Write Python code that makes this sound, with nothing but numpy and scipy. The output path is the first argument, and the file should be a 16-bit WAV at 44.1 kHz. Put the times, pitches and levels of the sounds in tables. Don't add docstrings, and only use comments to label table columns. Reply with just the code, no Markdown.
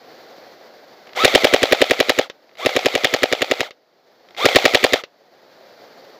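import sys
import numpy as np
from scipy import signal
from scipy.fft import rfft, irfft
from scipy.io import wavfile

SR = 44100
rng = np.random.default_rng(int(sys.argv[2]) if len(sys.argv) > 2 else 0)


def master(y):
    cut = np.clip(np.atleast_2d(y).T, -1, 1)
    pcm = np.round(cut * 32767)
    wavfile.write(sys.argv[1], SR, pcm.astype(np.int16))


N = 272979
TIME = np.arange(N) / SR
AGE = np.arange(4096) / SR

# (motor start [s], first shot [s], shots [count], cycle at speed [s],
# first wind-up tooth rate [Hz], first wind-up whine level [dB], first wind-up noise offset [dB])
BURSTS = [(1.151, 1.248, 11, .0929, 1310, -9, 2), (2.572, 2.6611, 11, .0934, 1190, -12, -1),
          (4.366, 4.4561, 6, .0934, 1220, -10, 0)]
# (frequency [Hz], relative level [dB])
STOCK_MODES = [(120, -26), (268, -32)]
# (frequency [Hz], relative level [dB])
BOOM_MODES = [(296, -0.5), (375, -2)]
# (mean time after slam [s], level re slam force [dB], rattle t60 [s])
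BLOWS = [(-.0106, -25, .02), (-.003, -23, .02), (-.0014, -19, .012), (.0016, -18, .01), (.0042, -13, .009),
         (.0054, -17, .01), (.0076, -18, .01), (.0148, -28, .02)]
# (frequency [Hz], relative level [dB])
BARREL_MODES = [(470, -10.5), (560, -1.5), (740, -16.5)]
# (frequency [Hz], relative level [dB])
NOZZLE_MODES = [(430, -39.5), (620, -15), (750, -12.5)]


def firing(burst, slam_db=15, chatter_db=-4, pop_db=6.5, boom_db=-5.0, stock_db=4,
           release_db=2, nozzle_db=4, snap_db=-13, hiss_db=-24):
    release_s, pop_s, return_s, lag_s, jitter_s = .0106, .0037, .0225, .0075, .00005
    contact_s, push_s, boom_s, stock_s, pitch_spread = .00005, .0025, .0062, .009, .015
    first_slam_db, first_pop_db, settle_shots, shot_spread_db = -3, -3.5, 1.5, 1.77
    pop_swell_s, pop_start_ratio, pop_rise_per_s = .0029, .783, 78
    out = np.zeros(N)
    for k, slam_s in enumerate(shots_of(burst)):
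        settling = np.exp(-k / settle_shots)
        force_db = settling * first_slam_db + shot_spread_db * rng.standard_normal()
        air_db = settling * first_pop_db + shot_spread_db * rng.standard_normal()
        force = gain_of(slam_db + force_db)
        pitch = 1 + pitch_spread * rng.standard_normal()

        stock = gain_of(stock_db) * ring(STOCK_MODES, stock_s)
        release = gain_of(release_db) * ring(NOZZLE_MODES, push_s, pitch=.59)
        add(out, slam_s - release_s, stock + release)

        add(out, slam_s, force * strike(contact_s) + gain_of(chatter_db) * rattle(.0053))
        add(out, slam_s - .003, gain_of(boom_db + air_db) * ring(BOOM_MODES, boom_s))
        for delay_s, db, t60 in BLOWS:
            blow_s = slam_s + delay_s + jitter_s * rng.standard_normal()
            add(out, blow_s, force * gain_of(db) * clack(t60))

        pop = ring(BARREL_MODES, pop_swell_s, pop_start_ratio * pitch, pop_rise_per_s)
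        hiss = force * gain_of(hiss_db) * puff(push_s)
        add(out, slam_s + pop_s, gain_of(pop_db + air_db) * pop + hiss)

        back_s = slam_s + return_s + lag_s * np.exp(-k)
        nozzle = gain_of(nozzle_db) * ring(NOZZLE_MODES, push_s, pitch)
        add(out, back_s, nozzle + gain_of(snap_db) * puff(push_s))
    return out


LAG_S, LAG_SHARE = .0118, .12


def shots_of(burst):
    first_s, shots, cycle_s = burst[1:4]
    k = np.arange(shots)
    return first_s + k * cycle_s + LAG_S * (1 - LAG_SHARE ** k)


# (frequency [Hz], mean relative level [dB], t60 [s])
SHELL_MODES = [(744, -28.5, 0.033), (1276, -27.5, 0.033), (1940, -7.5, 0.008), (2357, -10, 0.006),
               (2720, -18, 0.01), (3590, -16.5, 0.0086), (5000, -22.5, .005), (5200, -25.5, 0.011),
               (6370, -15.5, 0.0054), (7020, -8, 0.0059), (11800, -22.5, 0.0024)]


def strike(contact_s, scatter_db=1.9):
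    modes = np.zeros(len(AGE))
    for hz, db, t60 in SHELL_MODES:
        level = gain_of(db + scatter_db * rng.standard_normal())
        modes += level * dying(t60) * np.cos(2 * np.pi * hz * AGE)
    contact = swelling(contact_s)
    return signal.oaconvolve(modes, contact / contact.sum())[:len(AGE)]


# (frequency [Hz], relative level [dB])
RATTLE_SPECTRUM = [(60, -29), (250, -22.5), (500, 11.5), (750, -4.5), (1000, 5.5), (2100, 11), (3600, 13.5),
                   (5500, 2.5), (7200, -9.5), (9000, -38.5), (12500, -23.5), (15500, -18.5)]


def rattle(t60):
    return coloured(rng.standard_normal(len(AGE)), RATTLE_SPECTRUM) * dying(t60)


def clack(t60, rattle_db=-2):
    return strike(.00008) + gain_of(rattle_db) * rattle(t60)


def puff(swell_s):
    return coloured(rng.standard_normal(len(AGE)), RATTLE_SPECTRUM) * swelling(swell_s)


def ring(modes, swell_s, pitch=1, rise_per_s=0):
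    turn = 2 * np.pi * pitch * (AGE + rise_per_s * AGE ** 2 / 2)
    tones = sum(gain_of(db) * np.sin(hz * turn) for hz, db in modes)
    return swelling(swell_s) * tones


RUN_DOWN_S = .1


def gears(burst, rise_s=.013, coast_s=.063, wind_up_db=-1):
    whine_db, unloaded_db, coasting_db, waver, release_s = -16.5, -1, 1.5, .005, .011
    start_s, first_s, _, _, first_hz, first_db, noise_db = burst
    stop_s = shots_of(burst)[-1] + RUN_DOWN_S
    tooth_hz = mesh_pitch(burst) * (1 + waver * wander(150))
    turn = 2 * np.pi * np.cumsum(tooth_hz) / SR
    fade_in = np.clip((TIME - start_s) / rise_s, 0, 1)
    fade_out = np.clip((stop_s - TIME) / coast_s, 0, 1)
    winding_up = np.interp(TIME, [first_s - release_s, first_s], [1, 0])
    speed = np.minimum(tooth_hz / first_hz, 1)
    grind = grinding() * gain_of((wind_up_db + noise_db) * winding_up) * speed ** .5
    unloaded = np.clip((tooth_hz - 2000) / 500, 0, 1)
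    first_torque = winding_up * gain_of(first_db) * speed ** 2
    later_torque = (1 - winding_up) * gain_of(whine_db + unloaded_db * unloaded)
    coasting = np.interp(TIME, [stop_s - RUN_DOWN_S, stop_s - coast_s], [0, 1])
    sung = (first_torque + later_torque) * gain_of(coasting_db * coasting) * whine(tooth_hz, turn)
    return fade_in * fade_out * (grind + sung + ratchet(turn))


def mesh_pitch(burst):
    free_hz, loaded_hz = 2540, 1930
    spin_up_s, recover_s, release_s, coast_s = .075, .03, .011, .026
    start_s, first_hz, times = burst[0], burst[4], shots_of(burst)
    u = np.linspace(0, 1, 8)
    points = [*zip(start_s + u * spin_up_s, first_hz * (1 - (1 - u) ** 2))]
    points += [(times[0] - release_s, first_hz)]
    for k, (slam_s, next_s) in enumerate(zip(times, times[1:])):
        stroke_s = np.linspace(slam_s + recover_s, next_s - release_s, len(u))
        sag_hz = free_hz + (loaded_hz - free_hz) * u ** 1.5
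        points += zip(stroke_s, sag_hz * (1 - .05 * np.exp(-k)))
    points += [(times[-1] + coast_s, 2250), (times[-1] + RUN_DOWN_S, 250)]
    return np.interp(TIME, *np.transpose(sorted(points)))


# (frequency [Hz], relative level per Hz [dB])
GEAR_SPECTRUM = [(110, -28), (290, -10.5), (500, 4), (760, 2.5), (960, -8.5), (1320, -1.5), (1560, -7.5),
                 (2120, -1.5), (2800, -5), (3550, 0.5), (4700, -10), (5500, -11.5), (8600, -18.5),
                 (12500, -25), (15500, -22.5)]
# (frequency [Hz], width [Hz], relative level [dB])
SINGING_MODES = [(630, 340, -45), (1310, 130, -41), (2090, 150, -35.5), (3270, 170, -49), (4530, 300, -45)]


def whine(tooth_hz, turn, second_db=-6, third_db=-6):
    flare_db, flutter = 3.5, .2
    at_hz, db = np.transpose(GEAR_SPECTRUM)
    out = np.zeros(N)
    for k, harmonic_db in enumerate([0, second_db, third_db], 1):
        hz = k * tooth_hz
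        on_resonance = sum(np.exp(-((hz - centre) / (1.9 * width)) ** 2)
                           for centre, width, _ in SINGING_MODES)
        level_db = harmonic_db + np.interp(hz, at_hz, db) + flare_db * (on_resonance - 2.5)
        out += gain_of(level_db) * np.sin(k * turn)
    return out * (1 + flutter * wander(120))


def grinding(grind_db=-23, tick_db=2.5):
    teeth = rng.standard_normal(N) * gain_of(tick_db * wander(700))
    rough = coloured(teeth, GEAR_SPECTRUM)
    out = gain_of(grind_db) * rough
    for hz, width_hz, db in SINGING_MODES:
        resonance = signal.lfilter(*signal.iirpeak(hz, hz / width_hz, SR), rough)
        out += gain_of(db) * evened(resonance)
    return out


def ratchet(turn, tick_db=-26, knock_db=-10, spread_db=2, teeth_per_tick=40):
    out = np.zeros(N)
    ticking = np.diff(turn // (2 * np.pi * teeth_per_tick)) > 0
    for s in TIME[1:][ticking]:
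        size = gain_of(spread_db * rng.standard_normal())
        tick = gain_of(tick_db) * clack(.004)
        knock = gain_of(knock_db) * ring(NOZZLE_MODES, .0025, rng.uniform(.82, .86))
        add(out, s, size * (tick + knock))
    return out


# (time before motor start [s], relative level [dB], rattle t60 [s])
PULL_CLICKS = [(.079, -38, .028), (.058, -39, .022), (.018, -33, .026), (0, -30.5, .038)]
# (time [s], relative level [dB], rattle t60 [s])
LATCHES = [(2.299, -14.5, 0.047), (3.708, -20.5, 0.048), (5.037, -17, 0.048)]


def trigger(pull_db=-2, latch_db=-1, knock_db=11, sing_db=36):
    out = np.zeros(N)
    knock = gain_of(knock_db) * ring(NOZZLE_MODES, .003, pitch=.72)
    sing = np.zeros(len(AGE))
    for hz, width_hz, db in SINGING_MODES:
        sing += gain_of(sing_db + db) * np.exp(-np.pi * width_hz * AGE) * np.sin(2 * np.pi * hz * AGE)
    for burst in BURSTS:
        for lead_s, db, t60 in PULL_CLICKS:
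            add(out, burst[0] - lead_s, gain_of(pull_db + db) * (clack(t60) + sing))
    for s, db, t60 in LATCHES:
        add(out, s, gain_of(latch_db + db) * (clack(t60) + knock + sing))
    return out


def field(x, echo_db=-30, t60=.12):
    tail = rattle(t60) * (AGE > .008)
    return x + gain_of(echo_db) * signal.oaconvolve(x, tail / np.linalg.norm(tail))[:N]


# (frequency [Hz], relative level per Hz [dB])
TREE_SPECTRUM = [(24, -41.5), (40, -34.5), (103, -16.5), (251, -5), (313, -2.5), (541, 4), (728, 2),
                 (980, -7.5), (2010, -9), (2710, -17.5), (4560, -11), (7310, -28), (8910, -40.5),
                 (11100, -31), (15000, -27)]


def trees(mean_db=-47, swell_db=-2.0, flutter_db=1.0):
    level_db = mean_db + swell_db * wander(1) + flutter_db * wander(25)
    return gain_of(level_db) * coloured(rng.standard_normal(N), TREE_SPECTRUM)


def gain_of(db):
    return 10 ** (np.asarray(db) / 20)


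def evened(x):
    return x / np.sqrt(np.mean(x ** 2) + 1e-20)


def add(mix, s, sound):
    part = mix[round(s * SR):][:len(sound)]
    part += sound[:len(part)]


def coloured(x, spectrum):
    hz, db = np.transpose(spectrum)
    bins_hz = np.fft.rfftfreq(len(x), 1 / SR)
    gain = gain_of(np.interp(np.log(bins_hz + 1), np.log(hz + 1), db))
    return evened(irfft(rfft(x) * gain, len(x)))


def wander(hz):
    bins_hz = np.fft.rfftfreq(N, 1 / SR)
    return evened(irfft(rfft(rng.standard_normal(N)) * np.exp(-(bins_hz / hz) ** 2), N))


def dying(t60):
    return np.exp(-np.log(1000) * AGE / t60)


def swelling(swell_s):
    return AGE / swell_s * np.exp((1 - (AGE / swell_s) ** 2) / 2)


def scene():
    rifle = trigger() + sum(firing(burst) + gears(burst) for burst in BURSTS)
    return (field(rifle) + trees())[None]


def ducking_db(x, threshold_db=-1, attack_s=.9, recover_db_per_s=19, hold_s=.2, block=64):
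    peaks = abs(x[:N // block * block]).reshape(-1, block).max(1)
    peak_db = 20 * np.log10(peaks + 1e-9)
    step_s, duck_db, curve_db = block / SR, 0, []
    hold_blocks = round(hold_s / step_s)
    for k in range(len(peak_db)):
        over_db = peak_db[max(k - hold_blocks, 0):k + 1].max() - threshold_db
        if over_db > duck_db / 2:
            duck_db += (over_db - duck_db) * step_s / attack_s
        else:
            duck_db = max(duck_db - recover_db_per_s * step_s, 0)
        curve_db.append(duck_db)
    return np.interp(TIME, np.arange(len(curve_db)) * step_s, curve_db)


def low_pass(x, hz):
    return signal.oaconvolve(x, signal.firwin(301, hz, window=("kaiser", 8), fs=SR), "same")


def record(dry, notch_hz=9100, notch_q=3, low_cut_hz=75, edge_hz=15450, top_hz=16200):
    low_cut = signal.butter(2, low_cut_hz, "high", fs=SR, output="sos")
    x = signal.sosfilt(low_cut, dry[0])
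    x = signal.lfilter(*signal.iirnotch(notch_hz, notch_q, SR), x)
    x = low_pass(x, edge_hz)
    x = np.clip(x * gain_of(-ducking_db(x)), -1, 1)
    return low_pass(x, top_hz)[None]


dry = scene()
out = record(dry)
master(out)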